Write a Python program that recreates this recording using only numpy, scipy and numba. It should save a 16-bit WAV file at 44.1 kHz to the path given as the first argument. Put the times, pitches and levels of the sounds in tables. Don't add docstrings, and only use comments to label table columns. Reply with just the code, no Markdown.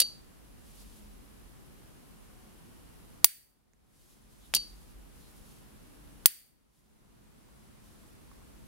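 import sys
import numpy as np
from scipy import signal
from scipy.fft import rfft, irfft, next_fast_len
from scipy.io import wavfile
from scipy.ndimage import uniform_filter1d
from numba import njit

SR = 44100
rng = np.random.default_rng(int(sys.argv[2]) if len(sys.argv) > 2 else 0)


def materialize(psi):
    bounded = np.clip(np.atleast_2d(psi).T, -1, 1)
    quanta = np.round(bounded * 32767).astype(np.int16)
    wavfile.write(sys.argv[1], SR, quanta)


N = 382562
TIME = np.arange(N) / SR

# [start_s, force_db]
FLICKS = [(0.0008, -.5), (4.5478, -.5)]
# [start_s, force_db]
SNAPS = [(3.2441, 0), (6.2581, -.5)]
# [after_stop_s, ring_db, crack_db, hardness_db_per_octave]
OPENING = [(-.0091, -46, -17, -1.5), (0, -23, -19, 4), (.0012, -22, -9, 7), (.004, -28, -24, -3),
           (.007, -27, -26, 1.5), (.0137, -28, -26, 1.5), (.0168, -27, -20, -1.5),
           (.0215, -27.5, -27, -1.5)]
# [after_landing_s, ring_db, crack_db, hardness_db_per_octave]
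SHUTTING = [(0, -0.5, 0.5, -1.5), (.0009, -6.5, -2.5, 2.5), (.0018, -14.5, -13.5, 0),
            (.0037, -16.5, -11.5, 1.5), (.0063, -19, -17.5, 2.5), (0.0089, -20.5, -17.5, 6)]
# [pitch_hz, open_level_db, shut_level_db, open_t60_s, shut_t60_s, left_minus_right_db]
LID_MODES = [(2010, -27, -24, 0.073, 0.1, -3), (2810, -10, -12.5, 0.039, 0.03, 0),
             (3050, -9.5, -16.5, 0.032, 0.012, -1.5), (3710, -9.5, -26, 0.079, .02, -1),
             (3840, -16, -24.5, 0.044, .02, 3.5), (4790, -63, -7.5, 0.03, 0.017, -3),
             (4581, 7, -22, .25, .6, 1), (4538, -30, -24, .2, .5, -1), (4642, -30, -26, .2, .45, 1),
             (4370, -11, -15, 0.017, .03, -4.5), (5920, -9.5, -13.5, 0.027, 0.026, -2.5),
             (5620, -8.5, -14.5, 0.016, 0.0092, -5.5), (6120, -13.5, -7.5, 0.033, 0.028, -5.5),
             (6902, -21, -20, 0.056, 0.011, -0.5), (7500, -23.5, -9.5, 0.054, 0.028, 2.5),
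             (8100, -15, -10.5, 0.029, 0.027, -1), (8680, -11, -5, 0.075, .06, 5),
             (9240, -16.5, -11, 0.018, 0.031, 1.5), (10050, -11.5, -11.5, .03, 0.21, 2),
             (9423, -7.5, -10, 0.012, 0.018, 5.5), (11420, -7.5, -12, 0.036, 0.14, 5),
             (10730, -12, -7, 0.014, .06, 6), (12570, -17, -10, .02, 0.016, 9),
             (13070, -11, -10, .025, .035, 8), (14220, -22, -9, .02, 0.021, 3),
             (14780, -24, -4, .02, .06, 0), (15734, -20.5, -6.5, .02, 0.046, -2)]
# [pitch_hz, open_db_per_hz, shut_db_per_hz]
CRACK_COLOUR = [(500, -10, -33), (1500, -19.5, -20), (2400, -16, -10.5), (3100, 0, -11.5),
                (6000, -2.5, 1.5), (7800, -8.5, -8), (9600, -1, 0.5), (12787, -10.5, 0.5),
                (14700, -16, 0.5)]
# [pitch_hz, level_db_per_hz]
CASE_COLOUR = [(900, -26), (1900, -4), (3300, -7), (4250, -10), (4600, 2), (4950, -8), (7900, -8),
               (8500, 3), (9000, -5), (10700, 0), (14100, -5), (14750, 4), (15300, -5)]
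# [start_s, level_db, pitch_hz, t60_s, left_minus_right_db]
TICKS = [(3.735, -41, 6700, 0.003, -13), (3.735, -44.5, 2000, 0.0035, -16), (4.547, -45, 190.4, 0.16, -9),
         (7.487, -52.5, 1005, 0.013, -6), (7.560, -53, 10000, 0.0069, -1), (8.035, -54, 1045, .02, -5),
         (8.315, -50, 1100, 0.02, -7), (8.418, -52, 1076, 0.02, -1.5)]
# [pitch_hz, width_hz, level_db]
GAS_CAVITIES = [(2880, 550, -3), (8700, 530, -7), (10700, 550, 1), (13000, 720, -1)]
# [start_s, length_s, level_db]
RUBS = [(.66, .1, -61.5), (.79, 0.028, -58.5), (.9, .08, -61.5), (3.97, .13, -58.5), (4.3, 0.54, -63.5),
        (5.18, .12, -63.5), (5.36, 0.2, -64.5), (6.75, .03, -61), (7.58, 0.057, -71), (7.86, 0.22, -67.5)]
# [pitch_hz, level_db_per_hz]
CLOTH_COLOUR = [(1500, -19.5), (3000, -2.5), (4200, -2.5), (6500, -1.5), (8000, -2.5), (10500, 1.5),
                (13000, -4.5), (15800, -8)]
# [start_s, end_s, pitch_hz, width_hz, level_db]
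SCRAPES = [(0.764, 0.853, 4470, 1500, -63.5), (4.403, 4.496, 3600, 900, -64.5),
           (4.43, 4.5, 11100, 1500, -64), (5.19, 5.32, 4020, 706, -69)]
# [pitch_hz, level_db_per_hz]
ECHO_COLOUR = [(300, -24.5), (1000, -11), (2000, -3), (4600, 2), (7500, -2.5), (10500, -5), (15000, -8.5)]
# [pitch_hz, level_db_per_hz]
ROOM_TONE_COLOUR = [(15, -34), (25, -3), (48, -3.5), (82, -6.5), (153, -6.5), (211, -10), (241, -8.5),
                    (621, -20.5), (1070, -22), (1980, -27.5), (6510, -33.5), (10600, -31), (15900, -38.5)]
# [pitch_hz, left_right_correlation]
ROOM_LIKENESS = [(50, -0.052), (130, -.4), (500, -0.22), (1400, 0.0068), (15000, -0.022)]
# [start_s, length_s, level_db]
RUMBLE_SWELLS = [(.6, 0.8, -54.5), (4.62, 0.31, -52), (6.0, 0.3, -60), (8.3, .4, -60)]
# [start_s, end_s, pitch_hz, level_db]
TONES = [(1.603, 1.85, 366.6, -67.5), (2.343, 2.5, 736, -68.5), (3.403, 4.005, 736, -73),
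         (4.651, 5.2, 46.54, -51), (5.872, 6.25, 292, -62)]

LATCH_THUD_DB, LANDING_THUD_DB = -6, 3
BOUNCE_THUD_DB = -24
THUD_OPEN_HZ, THUD_SHUT_HZ, THUD_RISE_S, THUD_FALL_S = 2800, 4800, .00007, .0003
CRACK_T60_OPEN_S, CRACK_T60_SHUT_S, CRACK_LIKENESS = .025, .008, .45
PHASE_SPREAD = .23
KEPT_DB = -7
SMALL_BODY_HZ = 580
CASE_DB, CASE_T60_S = -23.5, 0.47
GAS_DB, GAS_BUILD_S = -71.5, .45
RUB_RISE_DB_S, RUB_FALL_DB_S = 160, 70
GRIP_DB = -75.5
ECHO_DB, ECHO_T60_S, ECHO_GAP_S = -23, .4, .006
ROOM_TONE_DB = -54
HUM_HZ, HUM_WIDTH_HZ, HUM_DB = 212.1, 4.7, -66
RUMBLE_DB, RUMBLE_SLOPE_DB_S = -63.5, 27
MIC_LOW_HZ, TOP_HZ = 32, 15800
DUCK_AT_DB, DUCK_SLOPE = -13.5, 1.5
DUCK_SENSE_S, DUCK_ATTACK_S, DUCK_HOLD_S, DUCK_RELEASE_S = 0.0045, 0.014, 0.45, 0.5


def lid():
    out = np.zeros((2, N))
    pitch_hz, open_db, shut_db, open_t60, shut_t60, pan_db = np.transpose(LID_MODES)
    crack_hz, crack_open, crack_shut = np.transpose(CRACK_COLOUR)
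    reach = mode_reach(pan_db)
    flicks = contacts(FLICKS, OPENING, LATCH_THUD_DB)
    snaps = contacts(SNAPS, SHUTTING, LANDING_THUD_DB)
    for blows, mode_db, t60, colour_db, crack_t60, thud_hz, way in (
            (flicks, open_db, open_t60, crack_open, CRACK_T60_OPEN_S, THUD_OPEN_HZ, -1),
            (snaps, shut_db, shut_t60, crack_shut, CRACK_T60_SHUT_S, THUD_SHUT_HZ, 1)):
        t = np.arange(SR // 2) / SR
        modes = np.exp(2j * np.pi * pitch_hz[:, None] * t) * decay(t, t60[:, None])
        colour = np.transpose([crack_hz, colour_db])
        lead, push = thud(thud_hz)
        times = np.array(blows)[:, 0]
        for s, ring_db, crack_db, thud_db, hard_db in blows:
            strength = undb(ring_db + mode_db + hard_db * np.log2(pitch_hz / 6000))
            ring = ((reach * strength) @ modes).imag
            add(out, s, choke(times, s, t) * ring)
            add(out, s, undb(crack_db) * crack(colour, hard_db, crack_t60))
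            add(out, s + lead[0], way * undb(thud_db) * np.tile(push, (2, 1)))
    return signal.sosfilt(signal.butter(1, SMALL_BODY_HZ, "high", fs=SR, output="sos"), out)


def mode_reach(pan_db):
    turn, skew = rng.random((len(LID_MODES), 2)).T - np.array([[0], [.5]])
    phase = turn + PHASE_SPREAD * skew * np.array([[1], [-1]])
    return undb([pan_db / 2, -pan_db / 2]) * np.exp(2j * np.pi * phase)


def choke(times, s, t):
    later = np.searchsorted(times, s + t) - np.searchsorted(times, s) - 1
    return uniform_filter1d(undb(KEPT_DB * np.maximum(later, 0)), size=16)


def crack(colour, hard_db, t60):
    size = 2048
    burst = noise(lambda f: undb(on_log(colour, f) + hard_db * np.log2(f / 6000 + 0.053)), size,
                  lambda f: CRACK_LIKENESS + 0 * f)
    return burst * decay(np.arange(size) / SR, t60)


def thud(pitch_hz):
    lead = np.arange(-40, 200) / SR
    swing = np.cos(2 * np.pi * pitch_hz * lead) * np.exp(-lead / THUD_FALL_S)
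    return lead, np.where(lead < 0, np.exp(lead / THUD_RISE_S), swing)


def contacts(events, pattern, thud_db):
    rows = []
    for s, force_db in events:
        for k, (lag, ring_db, crack_db, hard_db) in enumerate(pattern):
            push_db = crack_db + BOUNCE_THUD_DB if k else thud_db
            rows.append((s + lag, force_db + ring_db, force_db + crack_db, force_db + push_db, hard_db))
    return rows


def case():
    out, t = np.zeros((2, N)), np.arange(SR // 2) / SR
    for s, ring_db, *_ in contacts(SNAPS, SHUTTING, LANDING_THUD_DB):
        shimmer = noise(lambda f: undb(on_log(CASE_COLOUR, f)), len(t))
        add(out, s, undb(ring_db + CASE_DB) * decay(t, CASE_T60_S) * shimmer)
    return out


def ticks():
    out, t = np.zeros((2, N)), np.arange(SR // 4) / SR
    for s, db, hz, t60, pan_db in TICKS:
        sides = undb(db + np.array([[pan_db], [-pan_db]]) / 2)
        add(out, s, sides * np.sin(2 * np.pi * hz * t) * decay(t, t60))
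    return out


def gas():
    flow = np.zeros(N)
    for (opened, _), (shut, _) in zip(FLICKS, SNAPS):
        flow += (TIME < shut) * np.clip((TIME - opened) / GAS_BUILD_S, 0, 1)
    hiss = noise(lambda f: sum(undb(db) * band(hz, width)(f) for hz, width, db in GAS_CAVITIES), N,
                 lambda f: 0.36 + 0 * f)
    return undb(GAS_DB) * flow * hiss


def gloves():
    slides = swells(RUBS, GRIP_DB, RUB_RISE_DB_S, RUB_FALL_DB_S)
    unevenness = undb(1.8 * walk(47))
    return slides * unevenness * noise(lambda f: undb(on_log(CLOTH_COLOUR, f)), N, lambda f: 0.43 + 0 * f)


def scrapes():
    out = np.zeros((2, N))
    for start, end, hz, width_hz, db in SCRAPES:
        size = int((end - start) * SR)
        add(out, start, undb(db) * np.sqrt(np.hanning(size)) * noise(band(hz, width_hz), size))
    return out


def room(x):
    t = np.arange(int(.7 * SR)) / SR
    build_up = 1 - np.exp(-t / ECHO_GAP_S)
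    tail = noise(lambda f: undb(on_log(ECHO_COLOUR, f)), len(t)) * decay(t, ECHO_T60_S) * build_up
    tail /= np.sqrt(np.sum(tail ** 2) / 2)
    return undb(ECHO_DB) * signal.fftconvolve(x, tail, axes=1)[:, :N]


def background():
    tone = noise(lambda f: undb(on_log(ROOM_TONE_COLOUR, f)), N, lambda f: on_log(ROOM_LIKENESS, f))
    hum = undb(HUM_DB + 1.1 * walk(3.6)) * noise(band(HUM_HZ, HUM_WIDTH_HZ), N)
    surge = swells(RUMBLE_SWELLS, RUMBLE_DB, RUMBLE_SLOPE_DB_S, RUMBLE_SLOPE_DB_S)
    rumble = surge * noise(band(47, 22), N, lambda f: 0.34 + 0 * f)
    return undb(ROOM_TONE_DB) * tone + hum + rumble + tones()


def tones():
    out = np.zeros((2, N))
    for start, end, hz, db in TONES:
        t = np.arange(int((end - start) * SR)) / SR
        fade = np.sqrt(np.sin(np.pi * t / (end - start)))
        add(out, start, np.tile(undb(db) * fade * np.sin(2 * np.pi * hz * t), (2, 1)))
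    return out


def swells(rows, base_db, rise_db_s, fall_db_s):
    db = np.full(N, base_db * 1.)
    for start, length, top_db in rows:
        before = np.maximum(start - TIME, 0)
        after = np.maximum(TIME - start - length, 0)
        db = np.maximum(db, top_db - rise_db_s * before - fall_db_s * after)
    return undb(db)


def noise(gain_at, size, likeness_at=np.zeros_like):
    n = next_fast_len(size)
    hz = np.arange(n // 2 + 1) * SR / n
    like = np.clip(likeness_at(hz), -1, 1)
    spectra = rfft(rng.standard_normal((2, n))) * gain_at(hz)
    mid, side = spectra * np.sqrt([1 + like, 1 - like])
    return level(irfft([mid + side, mid - side], n)[:, :size], 0)


def band(centre_hz, width_hz):
    return lambda hz: 1 / np.sqrt(1 + (2 * (hz - centre_hz) / width_hz) ** 4)


def walk(rate):
    k = int(SR / rate)
    steps = np.repeat(rng.standard_normal(N // k + 1), k)
    return uniform_filter1d(uniform_filter1d(steps, k), k)[:N]


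def decay(t, t60):
    return np.exp(-np.log(1000) * t / t60)


def on_log(table, hz):
    table_hz, values = np.array(table).T
    return np.interp(np.log(hz + 1), np.log(table_hz), values)


def undb(db):
    return 10 ** (np.asarray(db) / 20)


def level(x, db):
    return x * undb(db) / np.sqrt(np.mean(x ** 2))


def add(out, s, sound):
    i = int(round(s * SR))
    sound = sound[:, max(-i, 0):N - i]
    out[:, max(i, 0):max(i, 0) + sound.shape[1]] += sound


def scene():
    near = lid() + case() + ticks()
    return near + room(near) + gas() + gloves() + scrapes() + background()


@njit
def duck(over_db, attack, hold, release):
    cut, aim, now, wait = np.empty(len(over_db)), 0., 0., 0.
    for i in range(len(over_db)):
        if over_db[i] > aim:
            aim, wait = over_db[i], hold
        elif wait > 0:
            wait -= 1
        else:
            aim -= release * aim
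        now += attack * (aim - now)
        cut[i] = now
    return cut


def record(dry):
    dry = signal.sosfilt(signal.butter(2, MIC_LOW_HZ, "high", fs=SR, output="sos"), dry)
    window = int(DUCK_SENSE_S * SR)
    power = uniform_filter1d(np.mean(dry ** 2, axis=0), window, origin=int(DUCK_SENSE_S * SR - 1) // 2)
    over_db = DUCK_SLOPE * (10 * np.log10(np.abs(power) + 1e-12) - DUCK_AT_DB)
    cut_db = duck(over_db, 1 / (DUCK_ATTACK_S * SR), DUCK_HOLD_S * SR, 1 / (DUCK_RELEASE_S * SR))
    clipped = np.clip(dry * undb(-cut_db), -1, 1)
    return signal.sosfilt(signal.ellip(10, .2, 60, TOP_HZ, fs=SR, output="sos"), clipped)


dry = scene()
out = record(dry)
materialize(out)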